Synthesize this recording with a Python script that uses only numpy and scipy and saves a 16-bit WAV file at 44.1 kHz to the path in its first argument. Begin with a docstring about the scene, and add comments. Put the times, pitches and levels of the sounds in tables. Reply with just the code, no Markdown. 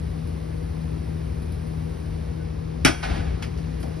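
"""From the cab of an excavator, on a microphone pair. The diesel runs steadily and the cab rattles faintly.
After a faint squeak, at 2.85 s, a drop hammer strikes a steel sheet pile once: the pile rings and the
limiter ducks under the blow. The bang comes back from a bridge and an embankment farther off,
the machine shudders, and the hammer's frame knocks and its gear clanks over the running engine."""
import sys
import numpy as np
from scipy import signal
from scipy.fft import rfft, irfft
from scipy.io import wavfile
from scipy.ndimage import uniform_filter1d

SR = 44100
rng = np.random.default_rng(int(sys.argv[2]) if len(sys.argv) > 2 else 0)


def master_out(mix):
    """Clip the mix to full scale and print it as 16-bit PCM to the path in sys.argv[1]."""
    frames = np.transpose(np.atleast_2d(mix))
    ceiling = np.clip(frames, -1, 1)
    pcm = np.round(ceiling * 32767).astype(np.int16)
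    wavfile.write(sys.argv[1], SR, pcm)


N = 176400
T = np.arange(N) / SR
HZ = np.maximum(np.arange(N // 2 + 1) * SR / N, 1)
BLOW_S = 2.8485


def from_db(db):
    """Decibels to gain."""
    return 10 ** (np.asarray(db) / 20)


def rms_one(x):
    """Scale to unit rms."""
    return x / np.sqrt(np.mean(x ** 2) + 1e-20)


def at_hz(points, hz, column=1):
    """Read one column of a table on a log-frequency axis."""
    table = np.array(points, float)
    return np.interp(np.log(hz), np.log(table[:, 0]), table[:, column])


def drift(rate_hz):
    """Random wander, mostly slower than rate_hz; rms 1."""
    return rms_one(irfft(rfft(rng.standard_normal(N)) / (1 + (HZ / rate_hz) ** 2), N))


def noise(spectrum, tilt_db=0):
    """Coloured noise, partly alike at the two microphones, tilted per octave above 270 Hz; rms 1."""
    mid, side = rfft(rng.standard_normal((2, N)))
    alike = np.clip(at_hz(MIC_PAIR, HZ, column=3), 0, 1)
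    pair = np.sqrt(1 + alike) * mid + np.sqrt(1 - alike) * side * [[1], [-1]]
    colour_db = at_hz(spectrum, HZ) + tilt_db * np.log2(np.maximum(HZ, 270))
    return rms_one(irfft(pair * from_db(colour_db), N))


def burst(start_s, rise_s, t60_s):
    """Envelope: a linear rise and an exponential decay."""
    age = np.maximum(T - start_s, 0)
    return np.minimum(age / max(rise_s, 1e-4), 1) * from_db(-60 * age / t60_s)


# Engine tones in the cab: multiple_of_cycle_rate, level_db
ENGINE_ORDERS = [(5, -39), (6, -36.5), (7, -43), (9, -46), (12, -35), (18, -53), (24, -56.5), (36, -47.5)]
# Exhaust and cab rumble: frequency_hz, density_db
RUMBLE_COLOUR = [(26, -48), (42, -13.5), (60, 2), (90, -8), (120, -7), (145, -14.5), (400, -17),
                 (570, -23.5), (1100, -30), (2000, -65)]
# Fan and hydraulic hiss: frequency_hz, density_db
HISS_COLOUR = [(400, 6), (1000, 1.5), (1500, 3.5), (2400, 1.5), (3300, -3.5), (5000, -3), (7000, -12),
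               (14000, -67)]
# Its course, taken about its mean: time_s, relative_db
HISS_COURSE = [(0, -55.5), (2.2, -55.5), (2.6, -56.5), (4, -53.5)]
# The top of the hiss: frequency_hz, density_db
SIZZLE_COLOUR = [(7300, -25), (8600, 3.5), (11300, -3), (14000, -7)]
# Its course: time_s, level_db
SIZZLE_COURSE = [(2.15, -59.5), (2.45, -63.5), (3.38, -63.5), (4, -60)]


def engine(firing_hz=79.69, cylinders=6):
    """The diesel, close by: wavering tones, a throbbing rumble and hiss that pulses at each firing."""
    firing_phase = 2 * np.pi * np.cumsum(firing_hz * (1 + 0.0026 * drift(2.7))) / SR
    tones = 0
    for order, db in ENGINE_ORDERS:
        amplitude = np.sqrt(2) * from_db(db + 1.58 * drift(6))
        tones += amplitude * np.sin(round(order) / cylinders * firing_phase + 2 * np.pi * rng.random())
    rumble = from_db(-32.5) * noise(RUMBLE_COLOUR)
    deep = irfft(rfft(rumble) / (1 + (HZ / 130) ** 2) ** 2, N)
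    rumble += deep * (from_db(2 * drift(14)) - 1)  # uneven combustion swells the deepest rumble
    flow_db = np.interp(T, *np.transpose(HISS_COURSE))
    pulsing = 1 + 0.065 * np.sin(firing_phase)
    hiss = from_db(-50 + flow_db - flow_db.mean()) * noise(HISS_COLOUR) * pulsing
    sizzle = from_db(np.interp(T, *np.transpose(SIZZLE_COURSE))) * noise(SIZZLE_COLOUR)
    return tones + rumble + hiss + sizzle


# Hard contact, in the rattles and the ram's snap: frequency_hz, density_db
CONTACT_COLOUR = [(1500, -18), (5000, -0.5), (7000, -21), (10500, 2), (14000, -16)]
# Rattles in the cab: start_s, level_db
CAB_RATTLES = [(.27, -53), (1.418, -54), (1.518, -51), (1.665, -55)]


def cab_rattles():
    """Faint, bright rattles in the cab, near the microphones."""
    envelope = sum(from_db(db) * burst(start, rise_s=0.0025, t60_s=0.18) for start, db in CAB_RATTLES)
    return noise(CONTACT_COLOUR) * envelope


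# Squeak before the drop: centre_s, pitch_hz, level_db, half_length_s
DROP_SQUEAKS = [(2.42, 1495, -50.5, .016)]


def squeak():
    """One faint tone swells and fades."""
    return sum(from_db(db) * np.exp(-.5 * ((T - centre) / width) ** 2) * np.sin(2 * np.pi * hz * T)
               for centre, hz, db, width in DROP_SQUEAKS)


def bending_wave(hz, t60_s):
    """Envelope of one pitch of the struck pile: low bending waves leave it later than high ones."""
    lag_s = 0.00034 * (1000 / hz) ** 0.68
    return burst(BLOW_S + lag_s, 0.0013, t60_s)


# Dense ringing of the struck steel: frequency_hz, density_db
STEEL_COLOUR = [(60, 2), (160, 5.5), (205, -3), (310, 5.5), (500, -4), (720, 1.5), (1100, -5.5),
                (1550, 4.5), (1900, -2), (2350, 3), (3100, -6), (4200, -11), (5200, -6), (6700, -16),
                (9200, -12.5), (11500, -19.5), (14000, -51)]
# Its decay: frequency_hz, t60_s
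STEEL_DECAY = [(150, 0.21), (320, 0.23), (800, 0.24), (2000, 0.11), (5000, 0.21), (11000, 0.13)]
# Clear modes of pile and hammer: pitch_hz, level_db, t60_s
STEEL_MODES = [(692, -25, .2), (1222, -28, .3), (1417, -23, .18), (1500, -24, .32), (1688, -23, .24),
               (1908, -24, .18), (2154, -22, .18), (2272, -28, .38), (2420, -23, .22), (2640, -24, .18),
               (2987, -27, .18), (3276, -26, .35), (4440, -34, .4), (5132, -24, .16), (5625, -21.5, .15),
               (5985, -31, .36), (10150, -45.5, 1.1)]
# Low thud of the pile wall: lag_s, pitch_hz, level_db, rise_s, t60_s
WALL_THUDS = [(.003, 286, -2.5, 0.0024, 0.059)]


def hammer_blow():
    """Outside the cab the ram hits the pile: a snap, a thud, a crowd of short modes and clear rings."""
    steel = rfft(noise(STEEL_COLOUR))
    centres_hz = np.geomspace(100, 12800, 8)
    crowd = rings = 0
    for hz, share in zip(centres_hz, np.eye(len(centres_hz))):
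        band = irfft(steel * np.interp(np.log(HZ), np.log(centres_hz), share), N)
        crowd += band * bending_wave(hz, at_hz(STEEL_DECAY, hz))
    for hz, db, t60 in STEEL_MODES:
        amplitude = from_db(db + 1.3 * drift(60))  # loose joints chatter and roughen the mode
        rings += amplitude * bending_wave(hz, t60) * np.sin(2 * np.pi * (hz * T + rng.random()))
    # The wall of piles scatters the bang.
    scatter = from_db(-31) * noise(STEEL_COLOUR) * burst(BLOW_S, rise_s=0.029, t60_s=1)
    snap = from_db(-22) * noise(CONTACT_COLOUR) * burst(BLOW_S, rise_s=0, t60_s=0.0034)
    thud = sum(from_db(db) * burst(BLOW_S + lag, rise, t60) * np.sin(2 * np.pi * hz * (T - BLOW_S - lag))
               for lag, hz, db, rise, t60 in WALL_THUDS)
    return snap + thud + from_db(-1.5) * crowd + rings + scatter


# Returns of the bang at the cab: delay_s, level_db, rise_s, t60_s
ECHO_RETURNS = [(.177, -23.5, 0.0089, 0.29), (.235, -31.5, 0.021, 0.81), (.295, -33.5, .025, .45),
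                (.41, -46, 0.028, 1.14)]
# Their colour: frequency_hz, density_db
RETURN_COLOUR = [(100, -9), (450, -1), (560, -2), (760, 9.5), (1010, -2), (1500, -2.5), (5000, -12.5),
                 (7300, -24), (9000, -22), (14000, -43)]


def echoes(dull_hz=1910):
    """Farther off, bridge and rocky embankment return the bang by countless paths, duller and blurred."""
    power = sum((from_db(db) * burst(BLOW_S + delay, rise, t60)) ** 2
                for delay, db, rise, t60 in ECHO_RETURNS)
    steel_pitches = 0
    for hz, db, t60 in STEEL_MODES:
        weight = from_db(db) * t60 / (1 + (hz / dull_hz) ** 2)
        steel_pitches += weight * drift(20) * np.sin(2 * np.pi * hz * T)
    return (noise(RETURN_COLOUR) + from_db(-7) * rms_one(steel_pitches)) * np.sqrt(power)


# Shudder of the machine: frequency_hz, density_db
SHUDDER_COLOUR = [(22, -33), (40, 0), (130, -7.5), (800, -23.5), (2000, -71)]


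def boom_shudder():
    """The boom shudders after the blow: a low, slowly dying rumble in the cab."""
    return from_db(-26) * noise(SHUDDER_COLOUR) * burst(start_s=3.04, rise_s=0.035, t60_s=1.98)


# Knocks of the hammer's frame: start_s, level_db, t60_s
FRAME_KNOCKS = [(3.096, -31, .05), (3.831, -35, 0.48)]
# Their colour: frequency_hz, density_db
KNOCK_COLOUR = [(100, -8), (740, -1), (1000, -16), (4000, -42)]


def frame_knocks():
    """Out at the pile, the hammer's frame gives two hollow knocks."""
    envelope = sum(from_db(db) * burst(start, 0.0027, t60) for start, db, t60 in FRAME_KNOCKS)
    return noise(KNOCK_COLOUR) * envelope


# Clanks of the hammer's gear: start_s, level_db, rise_s, t60_s, tilt_db_per_octave
GEAR_CLANKS = [(3.421, -31.5, 0.0055, 0.18, 1), (3.571, -49.5, .0066, 0.43, 3), (3.798, -47, .004, .42, 14),
               (3.828, -39, .0018, 0.058, 4.5)]
# Their colour before the tilt: frequency_hz, density_db
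CLANK_COLOUR = [(100, -20), (700, 6), (3150, 5), (3800, -5.5), (4700, 2.5), (7000, -10), (10000, -11),
                (14000, -22)]


def gear_clanks():
    """The hammer's gear clanks four times, each with its own brightness."""
    return sum(from_db(db) * noise(CLANK_COLOUR, tilt) * burst(start, rise, t60)
               for start, db, rise, t60, tilt in GEAR_CLANKS)


def scene():
    """The site as heard from the cab."""
    return (engine() + cab_rattles() + squeak() + hammer_blow() + echoes()
            + boom_shudder() + frame_knocks() + gear_clanks())


# Microphone pair in the cab: frequency_hz, left_lead_rad, left_minus_right_db, likeness_0_to_1
MIC_PAIR = [(80, .05, 4, .995), (165, 0, 7, .98), (240, -1.3, 12, .5), (340, -2.4, 9, .62),
            (500, -2.5, 4, .7), (700, -2.4, 4, .7), (960, -2.1, 1, .75), (1350, -.6, 0, .72),
            (1900, -.1, -1.5, .82), (2700, .8, -3, .75), (3800, .55, -1, .82), (5700, .5, 0, .74),
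            (6600, 2.5, 0, .8), (7500, 3.14, 0, .95), (8500, 3.9, 0, .75), (9700, 6.1, 0, .74)]


def record(dry, limit_db=-7.5, release_db_per_s=27, ceiling=.98, stopband_hz=13300):
    """The microphone pair shifts phase and balance; a limiter ducks and recovers; the top is cut."""
    lean = from_db(at_hz(MIC_PAIR, HZ, column=2) / 2) * np.exp(.5j * at_hz(MIC_PAIR, HZ, column=1))
    pair = irfft(rfft(dry) * np.array([lean, 1 / lean]), N)
    power = uniform_filter1d(np.mean(pair ** 2, axis=0), int(.006 * SR))
    over_db = np.maximum(10 * np.log10(np.abs(power) + 1e-12) - limit_db, 0)
    duck_db = np.maximum.accumulate(over_db + release_db_per_s * T) - release_db_per_s * T
    rounded = ceiling * np.tanh(pair * from_db(-duck_db) / ceiling)
    return signal.sosfilt(signal.cheby2(10, 50, stopband_hz, fs=SR, output="sos"), rounded)


dry = scene()
out = record(dry)
master_out(out)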